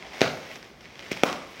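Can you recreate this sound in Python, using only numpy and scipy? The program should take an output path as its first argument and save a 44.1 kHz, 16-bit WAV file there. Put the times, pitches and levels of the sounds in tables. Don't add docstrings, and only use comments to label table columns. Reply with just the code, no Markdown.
import sys
import numpy as np
from scipy import signal
from scipy.fft import rfft, irfft
from scipy.io import wavfile

SR = 44100
rng = np.random.default_rng(int(sys.argv[2]) if len(sys.argv) > 2 else 0)


def wrap_up_sound(samples):
    columns = np.atleast_2d(samples).T
    tamed = np.clip(columns, -1, 1)
    steps = np.round(tamed * 32767).astype(np.int16)
    wavfile.write(sys.argv[1], SR, steps)


N = 70560
T = np.arange(N) / SR


def from_db(db):
    return 10 ** (np.asarray(db) / 20)


def unit_rms(x):
    return x / np.sqrt(np.mean(x ** 2) + 1e-20)


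def at_hz(points, hz, column=1):
    points = np.array(points)
    return np.interp(np.log(hz + 1e-9), np.log(points[:, 0]), points[:, column])


def equalise(x, curve):
    size = 2 * N
    gain = from_db(at_hz(curve, np.arange(N + 1) * SR / size))
    cepstrum = irfft(np.log(gain))
    cepstrum[1:N] *= 2
    cepstrum[N + 1:] = 0
    return irfft(rfft(x, size) * np.exp(rfft(cepstrum)))[:N]


def resonance(x, hz, width_hz):
    r = np.exp(-np.pi * width_hz / SR)
    poles = [1, -2 * r * np.cos(2 * np.pi * hz / SR), r * r]
    return signal.lfilter(np.array([1, 0, -1]) * (1 - r * r) / 2, poles, x + 1e-18)


def soften(x, hz):
    r = np.exp(-2 * np.pi * hz / SR)
    return signal.lfilter([1 - r], [1, -r], x + 1e-18)


def butter(x, hz, kind, order):
    return signal.sosfilt(signal.butter(order, hz, kind, fs=SR, output="sos"), x + 1e-18)


def cue(x, start_s):
    return np.concatenate([np.zeros(int(start_s * SR)), x])[:N]


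def burst(t60):
    fade = from_db(np.maximum(-60 * T / t60, -300))
    phase = np.angle(rfft(rng.standard_normal(N) * fade))
    crackle = irfft(np.exp(1j * phase), N) * np.sqrt(fade)
    return crackle / np.linalg.norm(crackle)


def grains(per_s, spread_db):
    sizes = from_db(spread_db * np.minimum(rng.exponential(1, N), 5))
    return sizes * rng.choice([-1, 1], N) * (rng.random(N) < per_s / SR)


# f/Hz, gain/dB
ROOM_TONE_EQ = [(25, -85), (40, 0), (55, 0), (90, -3.5), (170, -0.5), (300, -2.5), (500, -8), (1000, -15.5),
                (2000, -16), (5000, -23), (9000, -40), (16000, -63)]


def room_tone():
    return from_db(-52.5) * unit_rms(equalise(rng.standard_normal(N), ROOM_TONE_EQ))


# f/Hz, level/dB, t60/s
REVERB_BANDS = [(59.5, 4.5, 0.55), (162, -1, 0.62), (317, -10, 0.8), (583, -0.5, 0.57), (950, -1, 0.73),
                (1320, 0, 0.62), (2040, -7, 0.52), (4900, -2.5, .45), (8900, -4.5, 0.88), (14900, 2, 0.32)]


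def reverb(send):
    predelay_s, build_s, lowest_hz, bands = 0.0024, 0.00067, 45, 18
    echoes = rfft(unit_rms(grains(per_s=7000, spread_db=-1)))
    hz = np.arange(N // 2 + 1) * SR / N
    band_position = np.clip(2 * np.log2((hz + 1e-9) / lowest_hz), 0, bands - 1)
    attack = 1 - np.exp(-np.maximum(T - predelay_s, 0) / build_s)
    response = 0
    for k in range(bands):
        centre_hz = lowest_hz * 2 ** (k / 2)
        fade = attack * from_db(-60 * T / at_hz(REVERB_BANDS, centre_hz, column=2))
        band = irfft(echoes * np.maximum(1 - abs(band_position - k), 0), N)
        response += band * from_db(at_hz(REVERB_BANDS, centre_hz)) * fade / np.linalg.norm(fade)
    return signal.fftconvolve(send, response)[:N]


# t/s, level/dB
CRACKLE_ENVELOPE = [(0, -72.5), (.1, -72), (.18, -60), (.36, -61), (.43, -64.5), (.56, -60), (.6, -68),
                    (.76, -73.5), (.81, -70), (.87, -75), (1.05, -67), (1.2, -61.5), (1.4, -77),
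                    (1.52, -63), (1.6, -67)]


def fine_crackle():
    ticks = butter(grains(per_s=2500, spread_db=1), 7400, "high", order=2)
    return from_db(np.interp(T, *np.transpose(CRACKLE_ENVELOPE))) * unit_rms(ticks)


# t/s, level/dB
SLIDE_ENVELOPE = [(0, -63), (.04, -44), (.10, -54), (.15, -44), (.2, -55.5), (.32, -45), (.43, -51.5),
                  (.54, -53), (.6, -60), (1.6, -62)]


def slide():
    ring_hz = 692
    slips = grains(per_s=2000, spread_db=3)
    hollow = resonance(resonance(slips, ring_hz, width_hz=250), ring_hz, width_hz=500)
    return from_db(np.interp(T, *np.transpose(SLIDE_ENVELOPE))) * unit_rms(hollow)


# f/Hz, gain/dB
FILM_EQ = [(60, -43), (160, -3.5), (450, 3), (740, -3.5), (1000, -4.5), (1450, -4), (2150, 4), (2700, -2),
           (3300, -2.5), (4200, -9.5), (5400, -7.5), (6800, -17), (8500, -24.5), (12000, -35.5),
           (15500, -34)]
# t/s, level/dB
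RUSTLE_ENVELOPE = [(0, -45.5), (.03, -47.5), (.10, -47), (.14, -41.5), (.19, -40.5), (.30, -47.5),
                   (.44, -47), (.52, -43.5), (.56, -45), (.59, -55.5), (.65, -49), (.75, -61.5),
                   (.85, -49.5), (.91, -53), (1.02, -46), (1.2, -41), (1.4, -47), (1.53, -49), (1.6, -44.5)]


def rustle():
    flutter_hz, flutter_db = 30.5, 0.58
    flutter = unit_rms(soften(soften(rng.standard_normal(N), flutter_hz), flutter_hz))
    level_db = np.interp(T, *np.transpose(RUSTLE_ENVELOPE)) + flutter_db * flutter
    crinkles = grains(per_s=3500, spread_db=2.5)
    return from_db(level_db) * unit_rms(equalise(crinkles, FILM_EQ))


# t/s, pre-EQ level/dB, ring f/Hz
SNAP_CUES = [(0.0252, -12.5, 1850), (0.194, -11, 5200), (0.2081, 6.5, 5300), (0.2761, 0.5, 3100),
             (0.5148, -11, 2420), (0.5574, -6, 6500), (.628, -11.5, 4940), (.8085, -15, 5430),
             (.8555, -15, 2100), (0.9563, -14.5, 3230), (0.9932, -7.5, 3880), (1.1138, -4, 2240),
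             (1.123, -5.5, 2230), (1.1291, 0, 5300), (1.1731, -6, 2260)]


def snaps():
    track = 0
    for start_s, db, ring_hz in SNAP_CUES:
        crackle = burst(t60=0.014)
        snap = crackle + from_db(2.5) * resonance(crackle, ring_hz, width_hz=1300)
        track += from_db(db) * cue(snap / np.linalg.norm(snap), start_s)
    return equalise(track, FILM_EQ)


# t/s, hold/s, level/dB, ring f/Hz
CLATTER_CUES = [(0.227, 0.021, -31.5, 1440), (1.237, 0.052, -33.5, 1020)]


def clatter():
    release_s = 0.029
    track = 0
    for start_s, hold_s, db, ring_hz in CLATTER_CUES:
        touches = grains(per_s=690, spread_db=-1)
        contents = unit_rms(soften(resonance(touches, ring_hz, width_hz=400), hz=2600))
        film = from_db(-3) * unit_rms(equalise(touches, FILM_EQ))
        envelope = (T > start_s) * np.exp(-np.maximum(T - start_s - hold_s, 0) / release_s)
        track += from_db(db) * (contents + film) * envelope
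    return track


# f/Hz, width/Hz, level/dB
THUD_RESONANCES = [(181, 24, 9), (261, 193, 24), (448, 180, 28.5), (623, 64, 23)]
CLACK_RESONANCES = [(1340, 460, 20.7), (2140, 630, 13.5), (3000, 920, 16), (3640, 760, 5.3),
                    (5090, 1400, 16)]
# f/Hz, gain/dB
CRUNCH_EQ = [(100, -28), (500, -14), (1200, -10), (2200, 15), (3200, 3), (4500, -8), (5600, 4), (7000, -4),
             (8500, -8), (11500, -14.5), (15500, -13)]
# t/s, thud gain/dB, clack gain/dB, crunch gain/dB, crunch t60/s,
# crunch roll-off/Hz, thud pitch/ratio, contact brightness/Hz, contact low cut/Hz, reverb send/dB
KNOCK_CUES = [(0.2081, -18.5, -22, -12, 0.0078, 8000, 1.06, 1210, 60, 5.5),
              (0.2162, 0.5, -1, -5.5, .012, 4030, 0.98, 4300, 90, -1.5),
              (0.2167, -14, -6, 5, 0.014, 4540, 1.66, 5370, 119, -3),
              (0.2239, -12.5, -18, -9, 0.014, 4500, 1.35, 1950, 72.4, -8),
              (0.2620, -13, -31, -12, .01, 4000, 1.8, 2000, 255, -29),
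              (0.7150, -35, -36, -45, 0.017, 4000, 0.61, 900, 150, 5),
              (1.116, -12, -36, -4.5, 0.059, 12600, 0.6, 630, 140, -5),
              (1.1677, -23.5, -28, -16.5, .04, 4900, 1.9, 3050, 200, -1),
              (1.235, 3, 0, 2, 0.002, 5000, 1.126, 2500, 197, -5),
              (1.2359, -11.5, -4, 2.5, 0.0066, 15000, 1.15, 2500, 214, -3.5),
              (1.3186, -21.5, -32, -21, 0.0088, 4000, 0.56, 500, 193, 4.5),
              (1.3284, -42, -21, -14, 0.01, 14000, 0.84, 5940, 150, 0),
              (1.5965, -32.5, -28, -18, 0.026, 6040, 0.71, 990, 59.4, -5)]


def knocks():
    click = signal.unit_impulse(N)
    even_crunch = equalise(click, CRUNCH_EQ)
    direct, send = 0, 0
    for start_s, thud_db, clack_db, crunch_db, t60, top_hz, pitch, bright_hz, low_hz, send_db in KNOCK_CUES:
        push = butter(click, bright_hz, "low", order=3)
        push = butter(push, low_hz, "high", order=2)
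        thud = sum(from_db(db) * resonance(push, hz * pitch, width) for hz, width, db in THUD_RESONANCES)
        clack = sum(from_db(db) * resonance(push, hz, width) for hz, width, db in CLACK_RESONANCES)
        body = from_db(thud_db) * soften(thud, hz=1210) + from_db(clack_db) * clack
        crunch = equalise(burst(t60), CRUNCH_EQ)
        near_crunch = from_db(crunch_db) * soften(crunch, top_hz)
        far_crunch = from_db(crunch_db) * soften(even_crunch, top_hz)
        direct += cue(body + near_crunch, start_s)
        send += from_db(send_db) * cue(body + far_crunch, start_s)
    return direct, send


def scene():
    blows, blow_send = knocks()
    bag = rustle() + snaps() + clatter()
    direct = room_tone() + slide() + fine_crackle() + bag + blows
    return (direct + reverb(blow_send + from_db(-2.5) * bag))[None]


def record(dry):
    ceiling, high_cut_hz = 1.6, 16000
    thin = butter(dry, hz=48.5, kind="high", order=4)
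    rounded = ceiling * np.tanh(thin / ceiling)
    return signal.sosfilt(signal.ellip(10, .2, 80, high_cut_hz, fs=SR, output="sos"), rounded)


dry = scene()
out = record(dry)
wrap_up_sound(out)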